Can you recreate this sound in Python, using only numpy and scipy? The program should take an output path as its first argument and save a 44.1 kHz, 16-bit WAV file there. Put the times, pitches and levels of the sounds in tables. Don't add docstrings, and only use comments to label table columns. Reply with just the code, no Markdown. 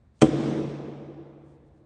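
import sys
import numpy as np
from scipy import signal
from scipy.fft import rfft, irfft
from scipy.io import wavfile
from scipy.ndimage import uniform_filter1d

SR = 44100
rng = np.random.default_rng(int(sys.argv[2]) if len(sys.argv) > 2 else 0)


def inscribe(sig):
    pcm = np.round(np.clip(np.atleast_2d(sig).T, -1, 1) * 32767)
    wavfile.write(sys.argv[1], SR, pcm.astype(np.int16))


def ratio(d):
    e = np.asarray(d, float) / 20
    return 10 ** e


N = 81585

# pitch_hz, level_db (before swell and decay), t60_s, swell_s
BOARD_MODES = [(62.2, -27, 0.32, 0.025), (106.4, -17.5, .1, 0.015), (144.8, -5, .11, 0.011),
               (229.4, -0.5, 0.1, .013), (316.5, 5, 0.097, 0.017), (427.7, -3, 0.079, 0.0072),
               (510.3, -10.5, 0.13, 0.01), (595, -9.5, 0.094, 0.0077), (662, -17.5, .07, 0.0041),
               (757, -15.5, 0.13, 0.009), (865, -29.5, 0.12, .005), (1007.6, -16, 0.068, 0.0088),
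               (1201, -27.5, 0.12, 0.008), (1327.4, -33.5, 0.11, 0.0034), (1540, -23, .04, 0.002),
               (1803, -28.5, 0.027, .003), (2120, -37.5, .04, 0.0034), (2397, -23.5, .045, .004),
               (3141, -19.5, 0.02, 0.0074)]
# pitch_hz, relative level_db (per Hz)
SLAP_SPECTRUM = [(300, -28.5), (600, -9), (900, -9.5), (1600, -10), (2000, -12.5), (2900, -14.5),
                 (3250, -4.5), (3700, -21), (5000, -22), (6200, -18), (7000, -21.5), (7800, -16),
                 (9000, -22.5), (10100, -35.5), (11000, -61)]
# delay_s, level_db
WALL_ECHOES = [(.07, -27.5), (0.113, -28.5), (.172, -23)]
# pitch_hz, relative level_db (per Hz)
HALL_SPECTRUM = [(18, -69), (30, -34), (49, -22.5), (92, -21), (125, -12), (150, -10.5), (173, -10.5),
                 (226, -2.5), (269, -8.5), (326, 1), (378, -12), (437, -7), (530, -12), (640, -17),
                 (760, -20.5), (880, -24.5), (1050, -25.5), (1400, -30.5), (1800, -32.5), (2300, -33.5),
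                 (2800, -36.5), (3500, -34), (4300, -41), (5600, -40.5), (6400, -44), (7200, -47.5),
                 (8500, -48), (9300, -54.5), (9600, -88.5), (22000, -120)]
# pitch_hz, t60_s
HALL_DECAY = [(60, 2.2), (120, 1.7), (200, 1.8), (320, 2.31), (500, 2.43), (800, 2.7), (1300, 2.3),
              (2100, 2.25), (3200, 1.85), (4600, 1.6), (6300, 1.5), (9000, 1.1)]
# pitch_hz, level_db (before build-up and decay), t60_s, build_s
STANDING_WAVES = [(143.4, -26, 2.81, 0.091), (136.6, -35.5, 1.7, .1), (335, -32, 2.8, .06),
                  (303.6, -36.5, 3.1, .1)]
# start_s, length_s, level_db (at the crest)
RUSTLE_TIMES = [(.13, 0.19, -75.5), (0.1905, 0.0046, -71), (1.42, .17, -82), (1.642, 0.055, -88),
                (1.722, 0.1, -88.5)]
# pitch_hz, relative level_db (per Hz)
RUSTLE_SPECTRUM = [(1470, -30), (2500, -6), (2730, -2.5), (7700, -2.5), (9220, -3), (10000, -19),
                   (13000, -60), (22000, -120)]
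# pitch_hz, relative level_db (per Hz)
AIR_SPECTRUM = [(15, -46.5), (25, -13), (40, -6.5), (75, 6.5), (120, -1.5), (246, -7.5), (293, -13.5),
                (500, -17), (930, -25), (2180, -32.5), (2950, -41.5), (3900, -38), (5000, -46),
                (9000, -47.5), (9600, -57), (22000, -120)]

LEAD_IN_S, SLAP_S, THUD_S = 0.206, 0.2155, 0.2160


def evened(x):
    return x / np.sqrt(np.mean(x ** 2) + 1e-20)


def read_curve(points_hz, values, hz):
    return np.interp(np.log(hz + 1), np.log(np.asarray(points_hz) + 1), values)


def coloured(x, spectrum):
    points_hz, level_db = np.transpose(spectrum)
    hz = np.fft.rfftfreq(len(x), 1 / SR)
    gain = ratio(read_curve(points_hz, level_db, hz))
    return evened(irfft(rfft(x) * gain, len(x)))


def board():
    t = np.maximum(np.arange(N) / SR - THUD_S, 0)
    ring = np.zeros(N)
    for k, (pitch_hz, level_db, t60_s, swell_s) in enumerate(BOARD_MODES):
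        swell = 1 - np.exp(-(t / swell_s) ** 2)
        decay = ratio(level_db - 60 * t / t60_s)
        ring += (-1) ** k * decay * swell * np.sin(2 * np.pi * pitch_hz * t)
    return ring


def grains():
    grains_per_s, spread_db = 8300, 2.5
    struck = rng.random(N) < grains_per_s / SR
    size = ratio(spread_db * np.minimum(rng.exponential(1, N), 4))
    return struck * size * rng.standard_normal(N)


def slap():
    level_db, rise_s, hold_s, t60_s = -23, 0.0011, 0.0058, 0.025
    settle_db, settle_t60_s = -9, 0.19
    lead_in_db = -25

    now = np.arange(N) / SR
    t = np.maximum(now - SLAP_S, 0)
    after = np.maximum(t - rise_s - hold_s, 0)
    fade = ratio(-60 * after / t60_s) + ratio(settle_db - 60 * after / settle_t60_s)
    lead_in = ratio(lead_in_db) * np.clip((now - LEAD_IN_S) / (SLAP_S - LEAD_IN_S), 0, 1)
    attack = np.minimum(lead_in + t / rise_s, 1)
    return ratio(level_db) * attack * fade * coloured(grains(), SLAP_SPECTRUM)


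def echoes(blow):
    lowpass = signal.butter(2, 2500, fs=SR, output="sos")
    dull = signal.sosfilt(lowpass, blow)
    return sum(ratio(level_db) * np.roll(dull, round(delay_s * SR)) for delay_s, level_db in WALL_ECHOES)


def hall():
    level_db, patchy_db = -27.5, 1.28
    gap_s, full_s = 0.015, 0.47

    noise = coloured(rng.standard_normal(N), HALL_SPECTRUM)
    hz, t, cells = signal.stft(noise, SR, nperseg=512, noverlap=384)
    patches = uniform_filter1d(rng.standard_normal(cells.shape), size=4, axis=0)
    patches = evened(uniform_filter1d(patches, size=14, axis=1))
    t60_s = read_curve(*np.transpose(HALL_DECAY), hz)[:, None]
    decay_db = -60 * np.maximum(t - full_s, 0) / t60_s
    cells = cells * ratio(decay_db + patchy_db * patches)
    tail = signal.istft(cells, SR, nperseg=512, noverlap=384)[1][:N]
    late = np.arange(N) / SR - SLAP_S - gap_s
    return ratio(level_db) * np.clip(late / gap_s, 0, 1) * tail


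def standing():
    t = np.maximum(np.arange(N) / SR - SLAP_S, 0)
    waves = np.zeros(N)
    for pitch_hz, level_db, t60_s, build_s in STANDING_WAVES:
        build = 1 - np.exp(-(t / build_s) ** 2)
        decay = ratio(level_db - 60 * t / t60_s)
        waves += decay * build * np.sin(2 * np.pi * (pitch_hz * t + rng.random()))
    return waves


def rustles():
    t = np.arange(N) / SR
    swell = np.zeros(N)
    for start_s, length_s, level_db in RUSTLE_TIMES:
        swell += ratio(level_db) * np.sin(np.pi * np.clip((t - start_s) / length_s, 0, 1))
    return swell * coloured(rng.standard_normal(N), RUSTLE_SPECTRUM)


def ventilation():
    return ratio(-59.5) * coloured(rng.standard_normal(N), AIR_SPECTRUM)


def scene():
    blow = board() + slap()
    answer = echoes(blow) + hall() + standing()
    return (blow + answer + rustles() + ventilation())[None]


def roll_off(x):
    return signal.sosfilt(signal.butter(12, 10260, fs=SR, output="sos"), x)


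def record(dry):
    lowpass = signal.firwin(255, 10000, window=("kaiser", 9), fs=SR)
    limited = signal.oaconvolve(dry, lowpass[None], "same")
    return roll_off(limited)


dry = scene()
out = record(dry)
inscribe(out)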